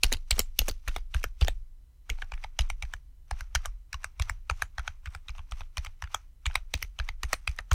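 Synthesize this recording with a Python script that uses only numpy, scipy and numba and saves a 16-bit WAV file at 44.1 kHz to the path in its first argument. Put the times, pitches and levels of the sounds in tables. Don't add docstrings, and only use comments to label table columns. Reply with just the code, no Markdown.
import sys
import numpy as np
from scipy import signal
from scipy.fft import rfft, irfft
from scipy.io import wavfile
from scipy.ndimage import uniform_filter1d
from numba import njit

SR = 44100
rng = np.random.default_rng(int(sys.argv[2]) if len(sys.argv) > 2 else 0)


def to_wav(sig):
    pcm = np.clip(np.atleast_2d(sig), -1, 1) * 32767
    pcm = np.round(pcm).astype(np.int16)
    wavfile.write(sys.argv[1], SR, pcm.T)


def volts_from_decibels(level):
    exponent = np.asarray(level, float) / 20
    return 10 ** exponent


N = 341320

# (time [s], peak level [dB], cap note [Hz], case share [dB], edge share [dB])
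KNOCKS = [(0.0335, -7, 4230, -18, -2.5), (0.0408, -18.5, 2520, -12, -6), (0.0531, -37, 4340, -6, -18),
          (0.12, -21.5, 990, 10, 2), (0.1254, -15.5, 4080, -7.5, 4.5), (0.1333, -26, 4880, -24, -5),
          (0.1359, -25, 4130, -16, -6.5), (0.1434, -31.5, 2060, -5, -16), (0.1683, -39.5, 4760, -5, -4),
          (0.3081, -11.5, 7740, -26.5, -2.5), (0.312, -14.5, 4080, -32, -13.5),
          (0.3268, -33, 3280, -22, -16.5), (0.36, -43, 3560, -23, -14), (0.3918, -11, 7440, -1, 11),
          (0.4011, -23, 4120, -12, -5), (0.4161, -36.5, 7000, -11, -1.5), (0.5893, -8.5, 2870, -14.5, 2.5),
          (0.6809, -25, 2460, 3, -9), (0.6825, -22.5, 863, 11, 14.5), (0.688, -24, 4830, -22, 5.5),
          (0.695, -28, 4420, -7, -8), (0.7107, -34.5, 4500, -23, -1), (0.8764, -24.5, 1796, -11, -11),
          (0.8806, -26.5, 1700, -4, 3), (0.8842, -27.5, 2560, -2, -11), (0.962, -21, 2860, 2.5, -6.5),
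          (1.1402, -30.5, 3010, -21.5, -24.5), (1.1448, -23.5, 1590, -15, -4.5),
          (1.152, -38.5, 3540, 10.5, -17.5), (1.2396, -20, 1487, 1.5, 0.5),
          (1.411, -27.5, 4700, -15.5, -41), (1.412, -28, 3450, -6, -25), (1.4176, -25.5, 2780, 3, -32.5),
          (1.4239, -27.5, 3510, -6, -34), (1.4275, -38, 3680, -13, -36.5), (1.4466, -29.5, 5540, 1, -15.5),
          (1.473, -30, 3590, -15, -17), (1.4813, -18.5, 1840, -1, -6.5), (2.0935, -32, 1500, 12, 1),
          (2.099, -20.5, 2255, -33, -2), (2.1851, -43, 890, -10, -28), (2.2192, -31.5, 2200, -1, -9.5),
          (2.222, -26, 1500, 3, -22.5), (2.319, -29.5, 2350, 7, -10), (2.338, -34.5, 1910, -5.5, -5),
          (2.3764, -42.5, 1900, -2, -30), (2.4385, -30, 2100, -3.5, -8.5), (2.4437, -30, 900, 11, -9),
          (2.5893, -17, 2840, -2, -6.5), (2.5968, -36, 2200, -0.5, 1.5), (2.6074, -29, 3330, -21, 4),
          (2.6175, -35.5, 3970, -27, -11.5), (2.6999, -22.5, 2200, 4, -0.5), (2.8233, -26.5, 2300, -11, -1),
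          (2.8313, -37.5, 823, 1, -2), (2.936, -24.5, 1704, 6.5, -0.5), (3.3099, -24.5, 840, 6.5, 1),
          (3.4068, -30, 1530, -13, -0.5), (3.5499, -15.5, 5850, 2, -20), (3.5556, -16.5, 1546, -11, -3.5),
          (3.6507, -32, 1260, 11, -20), (3.6563, -23, 1212, 7, 7), (3.9287, -27, 1660, -20, 4.5),
          (3.9421, -27.5, 1107, -16, -3), (4.0428, -20, 1310, 4.5, 1.5), (4.1968, -24.5, 2520, 5, -1),
          (4.2144, -35.5, 2470, -21, -25), (4.2203, -25, 3400, -27, 2), (4.296, -17, 2200, 3.5, 0.5),
          (4.4974, -15.5, 1300, 3, -8.5), (4.5099, -29, 1114, 10, -31), (4.6205, -15, 1636, 3.5, -2),
          (4.7816, -22, 1550, 6.5, -1), (4.793, -31.5, 1410, 0, -7), (4.8767, -21, 1505, -1.5, -3.5),
          (5.057, -31.5, 1450, -20, -5.5), (5.0622, -38, 2200, -8, -11), (5.071, -37.5, 1440, 0, -13),
          (5.1484, -29.5, 1420, 9, 3), (5.2829, -31, 2700, -20, -13.5), (5.2921, -32.5, 2350, 1.5, -4.5),
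          (5.35, -46, 1270, 0, -18), (5.3815, -41, 2640, 3, -24.5), (5.3911, -38.5, 1070, 0, -19),
          (5.5114, -41.5, 5970, 1.5, 7), (5.5198, -29.5, 1244, -2, -6), (5.6064, -35, 2470, 2.5, -9),
          (5.6154, -38, 2540, 15, -10.5), (5.7703, -25, 2440, -0.5, -3.5), (5.7794, -25, 2440, -17, -1.5),
          (5.8472, -33, 1260, -3, 2.5), (5.8611, -34, 2040, 6, -4.5), (5.8666, -34.5, 2920, 1, -14.5),
          (6.0222, -24.5, 1037, -16, -4.5), (6.039, -32, 1595, -27, -16), (6.073, -44, 1400, -20, -30.5),
          (6.1446, -16, 1305, 3.5, 3), (6.4566, -22.5, 2310, 1, -11), (6.4635, -20.5, 2320, -32, -0.5),
          (6.5105, -37, 1550, -20, -28), (6.5546, -11, 2480, -0.5, -6), (6.7382, -17, 2550, -10, -8),
          (6.8252, -21.5, 2070, -20, 2), (6.9883, -25.5, 3240, -1, -3.5), (6.9983, -24, 1690, 2, -17),
          (7.0882, -23, 2100, -1.5, -8), (7.232, -22, 1850, -1, -1.5), (7.2396, -30.5, 1960, 2, -4),
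          (7.33, -12.5, 1970, 5.5, 2.5), (7.338, -24.5, 1837, -6, -8), (7.475, -17.5, 2370, -6.5, -6.5),
          (7.5872, -21.5, 1814, 4, -10), (7.7125, -25.5, 1285, 2, -15), (7.7145, -17.5, 1104, 2, 0.5),
          (7.721, -26.5, 2280, 5, -16), (7.7301, -29, 6000, -24, 10.5)]
# (down [s], up [s], hollow modes against case share [dB], chatter centre [Hz], rub while rising [dB])
KEYS = [(0.04, 0.137, -0.5, 4430, -60), (0.314, 0.387, 1, 7500, -56.5), (0.597, 0.696, 3, 6260, -60),
        (0.874, 0.956, -6, 5000, -61), (1.15, 1.244, -3.5, 5940, -63), (1.417, 1.479, -1, 8040, -61),
        (2.099, 2.223, -16, 5900, -61), (2.326, 2.438, -22, 6060, -61), (2.596, 2.705, -22, 5950, -65.5),
        (2.829, 2.933, -16.5, 6000, -65.5), (3.315, 3.403, -23, 5940, -57), (3.554, 3.662, -28, 5690, -59),
        (3.94, 4.049, -27.5, 5740, -59.5), (4.201, 4.295, -22.5, 5930, -56.5),
        (4.508, 4.62, -19.5, 6940, -59), (4.785, 4.878, -26.5, 6060, -57.5),
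        (5.07, 5.148, -22.5, 8200, -61), (5.291, 5.383, -19.5, 6050, -62),
        (5.518, 5.601, -16.5, 5930, -59.5), (5.779, 5.862, -19, 5870, -59.5),
        (6.031, 6.143, -22.5, 6080, -55.5), (6.465, 6.555, -22.5, 5860, -58.5),
        (6.745, 6.825, -1.5, 6100, -64.5), (6.995, 7.085, -21.5, 6000, -62), (7.24, 7.33, -13.5, 8980, -55),
        (7.483, 7.588, -17.5, 5920, -65.5), (7.719, 7.81, -19, 6700, -55)]
# (press thud [dB], press thud [Hz], release thud [dB], release wobble [dB])
PUSHES = [(-18.5, 44, -30, -40.5), (-19, 49.3, -30, -34.5), (-20, 45, -33, -33.5), (-23, 44, -43, -31.5),
          (-17.5, 54.4, -37.5, -35.5), (-11.5, 59, -34.5, -30), (-24.5, 45, -40.5, -51.5),
          (-28.5, 42.5, -45, -50), (-17, 51, -42, -33.5), (-26, 51.5, -40, -37.5), (-24, 50.3, -41, -35),
          (-21, 53, -42.5, -31), (-28.5, 53, -42.5, -54), (-18.5, 63.7, -32, -33.5), (-23, 62, -33.5, -53),
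          (-26, 52, -35.5, -49.5), (-27.5, 59, -36.5, -52.5), (-30, 49, -37.5, -48), (-27, 49.7, -36, -70),
          (-25, 59, -36, -51), (-28, 63, -40, -56), (-20.5, 56.3, -36.5, -36.5), (-24, 63, -37, -35.5),
          (-22.5, 51, -39, -36), (-23.5, 52.3, -40, -44.5), (-22.5, 57.3, -50, -36), (-12.5, 68, -40, -40)]
# (nominal frequency [Hz], relative level [dB], t60 [s])
HOLLOW_MODES = [(252, -3, 0.026), (318, -7.5, 0.034), (486, 2.5, 0.015)]


def coloured(n, points):
    hz, db = np.transpose(points)
    f = np.maximum(np.fft.rfftfreq(n, 1 / SR), 1)
    gain = volts_from_decibels(np.interp(np.log(f), np.log(hz), db))
    x = irfft(rfft(rng.standard_normal(n)) * gain, n)
    return x / x.std()


def walk(rate_hz):
    k = int(SR / rate_hz)
    held = np.repeat(rng.standard_normal(N // k + 1), k)
    return uniform_filter1d(held, k)[:N]


def add(out, s, sound):
    i = int(s * SR)
    out[i:i + len(sound)] += sound[:max(len(out) - i, 0)]


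@njit
def ring(push, hz, gain, t60, size):
    out = np.zeros(len(push))
    for m in range(len(hz)):
        pole, z = np.exp((2j * np.pi * hz[m] - np.log(1000) / t60[m]) / SR), 0j
        for i in range(len(push)):
            z = z * pole + push[i]
            out[i] += gain[m] * z.imag
    return out / np.sqrt(np.sum(out[:size] ** 2))


def part(push, modes, chance, spot_db=2.33, detune=0.068):
    hz, db, t60 = np.transpose(np.array(modes, float))
    k = len(hz)
    hz = np.minimum(hz * (1 + detune * chance[0, :k]), 0.45 * SR)
    gain = (-1.) ** np.arange(k) * volts_from_decibels(db + spot_db * chance[1, :k])
    return ring(push, hz, gain, t60, size=min(200, len(push)))


def knocks(contact_s=0.00083, rattle_db=-20, rattle_t60=0.071, room_db=-38, room_t60=0.18,
           note_db=4.0, note_turns=22, note_max_t60=0.018, cap_db=4.0, lean_db_per_octave=7,
           chatter_db=-22, chatter_t60=0.13, chatter_ring_t60=0.0074, box_db=-24,
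           snap_db=12, tip_db=-2, tip_slope=0.45, graze_db=-28, graze_s=0.0075, size=7000):
    # (nominal frequency [Hz], relative level [dB], t60 [s])
    case_modes = [(620, -26.5, 0.0086), (766, 2.5, 0.006), (880, 1.5, 0.0082), (993, 1.5, 0.0047),
                  (1400, 8.5, 0.0028)]
    cap_modes = [(1550, -6.5, 0.0057), (1850, 2, 0.0047), (2200, 5.5, 0.0048), (2656, 7.5, 0.0035),
                 (2980, -2.5, 0.011), (3830, 1, 0.0058), (4305, -7.5, 0.0059), (4665, -10.5, 0.017),
                 (5594, 4, 0.00046)]
    edge_modes = [(5900, 0, .004), (6600, -3, .003), (7400, -3, .0025), (8300, -4, .0022), (9300, -5, .002)]
    # (nominal frequency [Hz], relative level [dB], t60 [s])
    tip_modes = [(10500, -7, 0.00022), (10860, 1.5, 0.0021), (13700, 2.5, 0.00078), (14400, 0.5, 0.0022)]
    t = np.arange(size) / SR
    onset = np.minimum(t / contact_s, 1)
    contact = t / contact_s * np.exp(1 - t / contact_s)
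    rattle = volts_from_decibels(rattle_db) * 1000 ** (-t / rattle_t60)
    room = volts_from_decibels(room_db) * 1000 ** (-t / room_t60)
    force = (contact + rattle + room) * onset
    hits = list(KNOCKS) + ticks()
    grit = rng.standard_normal((len(hits), size))
    chance = rng.standard_normal((len(hits), 4, 2, len(cap_modes)))
    downs = np.array(KEYS)[:, 0]
    small_box = signal.butter(6, 600, "high", fs=SR, output="sos")
    big_cap = signal.butter(3, 170, "high", fs=SR, output="sos")
    lead = np.sqrt(200) * np.exp(-t[130::-1] / graze_s)
    graze_modes = cap_modes + edge_modes
    centred = np.zeros((2, len(graze_modes)))
    out = np.zeros(N)
    for (s, peak_db, note_hz, case_db, edge_db), rough, (a, b, c, d) in zip(hits, grit, chance):
        _, _, hollow_db, chatter_hz, _ = KEYS[max(np.searchsorted(downs, s + 0.03) - 1, 0)]
        graze = lead * part(rough[:len(lead)], graze_modes, centred)
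        add(out, s - len(lead) / SR, signal.sosfilt(small_box, volts_from_decibels(peak_db + graze_db) * graze))
        push = force * rough
        push[int(contact_s * SR)] += volts_from_decibels(snap_db)
        note = [(note_hz, 0, min(note_turns / note_hz, note_max_t60))]
        sound = volts_from_decibels(note_db) * part(push, note, 0 * a)
        leaning = [(hz, db - lean_db_per_octave * abs(np.log2(hz / note_hz)), t60)
                   for hz, db, t60 in cap_modes]
        sound = sound + volts_from_decibels(cap_db) * part(push, leaning, a)
        sound = sound + volts_from_decibels(case_db) * part(push, case_modes, b)
        sound = sound + volts_from_decibels(edge_db) * part(push, edge_modes, c)
        sound = sound + volts_from_decibels(edge_db + tip_db + tip_slope * hollow_db) * part(push, tip_modes, b[:, ::-1])
        chatter = rough[::-1] * onset * 1000 ** (-t / chatter_t60)
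        sizzle = part(chatter, [(chatter_hz, 0, chatter_ring_t60)], 0.18 * d)
        sound = sound + volts_from_decibels(edge_db + chatter_db) * sizzle
        sound = sound + volts_from_decibels(box_db) * part(chatter, case_modes[2:] + cap_modes[:3], 0 * a)
        sound = signal.sosfilt(small_box, sound)
        hollow = part(push, HOLLOW_MODES, d)
        sound = sound + volts_from_decibels(case_db + hollow_db) * signal.sosfilt(big_cap, hollow)
        loudest = np.sqrt(2 * uniform_filter1d(sound ** 2, size=40).max())
        add(out, s, sound * volts_from_decibels(peak_db) / loudest)
    return out


def ticks(scatter_db=5.5, spread_octaves=0.54, case_db=-6, edge_db=-14, quiet_db=-18, follow=0.45,
          near_s=0.02, loose_slope=0.24, top_hz=4000):
    # (lag [s], scatter [s], level against base_db [dB])
    press_ticks = [(0.016, 0.0038, -22.5), (.028, 0.0079, -27)]
    release_ticks = [(-.022, 0.0028, -32), (-.0105, 0.0011, -22.5), (.009, 0.0022, -24),
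                     (0.024, 0.0055, -30.5)]
    loud, rows = np.array(KNOCKS), []
    for down, up, hollow_db, *_ in KEYS:
        for s, rule in ((down, press_ticks), (up, release_ticks)):
            chance = rng.standard_normal((len(rule), 5))
            near = loud[abs(loud[:, 0] - s) < near_s]
            if not len(near):
                continue
            at, peak_db, note_hz = near[near[:, 1].argmax(), :3]
            base_db = quiet_db + follow * (peak_db - quiet_db) + loose_slope * hollow_db
            for (lag_s, jitter_s, db), c in zip(rule, chance):
                rows.append((at + lag_s + jitter_s * c[0],
                             base_db + db + scatter_db * c[1],
                             min(note_hz, top_hz) * 2 ** (spread_octaves * c[2]),
                             case_db + 2 * scatter_db * c[3],
                             edge_db + 2 * scatter_db * c[4]))
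    return rows


def rub(catch_db=3.5, lead_s=0.005, lead_db=6, rise_s=0.055, settle_s=0.12, settle_db=-22,
        bright_db=6, bright_slope=0.42, hold_db=-41, hold_slope=1.0, early_s=0.006,
        approach_s=0.053, approach_db=-72, case_db=-3, case_slope=-0.094, squeak_db=-3,
        last_db=3, stop_s=0.015, stop_db=-6):
    # (frequency [Hz], relative level [dB])
    rub_colour = [(300, -29.5), (700, -5), (1250, 0.5), (1700, -6), (2350, -2), (3300, -7.5), (5000, -11),
                  (5950, -5.5), (6800, -15.5), (9000, -16.5), (16000, -26.5)]
    t = np.arange(N) / SR
    low_gain, mid_gain, bright_gain, squeak = np.zeros((4, N))
    catch = [volts_from_decibels(catch_db * walk(250)) for _ in range(3)]
    for (down, up, hollow_db, chatter_hz, rising_db), (press_db, *_) in zip(KEYS, PUSHES):
        down = down - early_s
        held_db = hold_db + hold_slope * press_db
        s = [down - approach_s, down - approach_s / 2, down - lead_s, down, down + lead_s,
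             up - rise_s, up - rise_s / 2, up, up + stop_s, up + settle_s, up + 2 * settle_s]
        db = [-92, approach_db, approach_db + 3, held_db + lead_db, held_db,
              held_db, rising_db, rising_db + last_db, rising_db + stop_db, rising_db + settle_db, -100]
        key = volts_from_decibels(np.interp(t, s, db, left=-200, right=-200))
        mid_gain += key
        bright_gain += key * volts_from_decibels(bright_db + bright_slope * hollow_db)
        low_gain += key * volts_from_decibels(case_db + case_slope * hollow_db)
        i, j = max(int(s[0] * SR), 0), min(int(s[-1] * SR), N)
        band = signal.butter(1, [0.96 * chatter_hz, 1.04 * chatter_hz], "band", fs=SR, output="sos")
        squeak[i:j] += volts_from_decibels(squeak_db) * key[i:j] * signal.sosfilt(band, rng.standard_normal(j - i))
    noise = coloured(N, rub_colour)
    deep = signal.sosfiltfilt(signal.butter(2, 1700, fs=SR, output="sos"), noise)
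    dull = signal.sosfiltfilt(signal.butter(2, 3000, fs=SR, output="sos"), noise)
    low = low_gain * catch[0] * deep
    mid = mid_gain * catch[1] * (dull - deep)
    treble = catch[2] * (bright_gain * (noise - dull) + squeak)
    return low + mid + treble


def desk(thud_turns=0.65, thud_radians=0.6, shelf_db=-8, shelf_db_per_hz=0.5, tray_db=-18, top_hz=220,
         sway_db=-1, sway_db_per_hz=0.66, press_wobble_db=-22, release_sway_db=-9,
         release_hz=69.94, release_lag_s=0.0057):
    # (frequency [Hz], t60 [s], lag behind the thud [s])
    sway = (23, .85, .021)
    wobble = (42, .5, .011)
    shelf = (100, 0.48, 0.016)
    tray = (125, 0.094, .008)
    t, out = np.arange(SR) / SR, np.zeros(N)
    for (down, up, *_), (press_db, press_hz, release_db, wobble_db) in zip(KEYS, PUSHES):
        press_sway_db = press_db + sway_db - sway_db_per_hz * (press_hz - wobble[0])
        press = down, press_sway_db, press_db + press_wobble_db, press_db, press_hz
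        release = up + release_lag_s, release_db + release_sway_db, wobble_db, release_db, release_hz
        for s, stand_db, rock_db, thud_db, thud_hz in (press, release):
            rise = t * thud_hz / thud_turns
            envelope = (rise * np.exp(1 - rise)) ** 2
            add(out, s, volts_from_decibels(thud_db) * envelope * np.sin(2 * np.pi * thud_hz * t + thud_radians))
            top_db = thud_db + shelf_db - shelf_db_per_hz * abs(thud_hz - shelf[0])
            swings = (sway, stand_db), (wobble, rock_db), (shelf, top_db), (tray, thud_db + tray_db)
            for (hz, t60, lag_s), db in swings:
                add(out, s + lag_s, volts_from_decibels(db) * 1000 ** (-t / t60) * np.sin(2 * np.pi * hz * t))
    return signal.sosfiltfilt(signal.butter(2, top_hz, fs=SR, output="sos"), out)


def landing():
    # (time [s], level before the band filter [dB], t60 [s])
    touch = (2.1, -46, 0.08)
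    s, db, t60 = touch
    t, out = np.arange(SR // 4) / SR, np.zeros(N)
    rustle = rng.standard_normal(len(t)) * 1000 ** (-t / t60)
    sound = part(rustle, HOLLOW_MODES, np.zeros((2, len(HOLLOW_MODES))))
    add(out, s, volts_from_decibels(db) * np.sqrt(200) * sound)
    return signal.sosfilt(signal.butter(4, [190, 480], "band", fs=SR, output="sos"), out)


def quiet(floor_db=-50.5):
    # (frequency [Hz], relative density [dB per Hz])
    hiss_colour = [(12, -36.5), (20, 2.5), (63, -5.5), (86, -19.5), (150, -27.5), (204, -42), (277, -36.5),
                   (337, -43), (738, -48.5), (1960, -52.5), (2320, -53.5), (13500, -56), (16000, -53)]
    # (frequency [Hz], middle rms level [dB])
    whine_tones = [(1001, -99), (1997, -94.5), (2998, -95), (4000, -95), (4996, -103)]
    t = np.arange(N) / SR
    whine = np.zeros(N)
    for hz, db in whine_tones:
        whine += volts_from_decibels(db + 2 * walk(3.9)) * np.sqrt(2) * np.sin(2 * np.pi * hz * t)
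    return volts_from_decibels(floor_db) * coloured(N, hiss_colour) + whine


def scene():
    return (knocks() + rub() + desk() + quiet() + landing())[None]


def low_pass(x):
    return signal.sosfilt(signal.butter(12, 16980, fs=SR, output="sos"), x)


def record(dry):
    top_hz = 15600
    mix = signal.sosfilt(signal.butter(9, top_hz, fs=SR, output="sos"), dry)
    return low_pass(mix)


dry = scene()
out = record(dry)
to_wav(out)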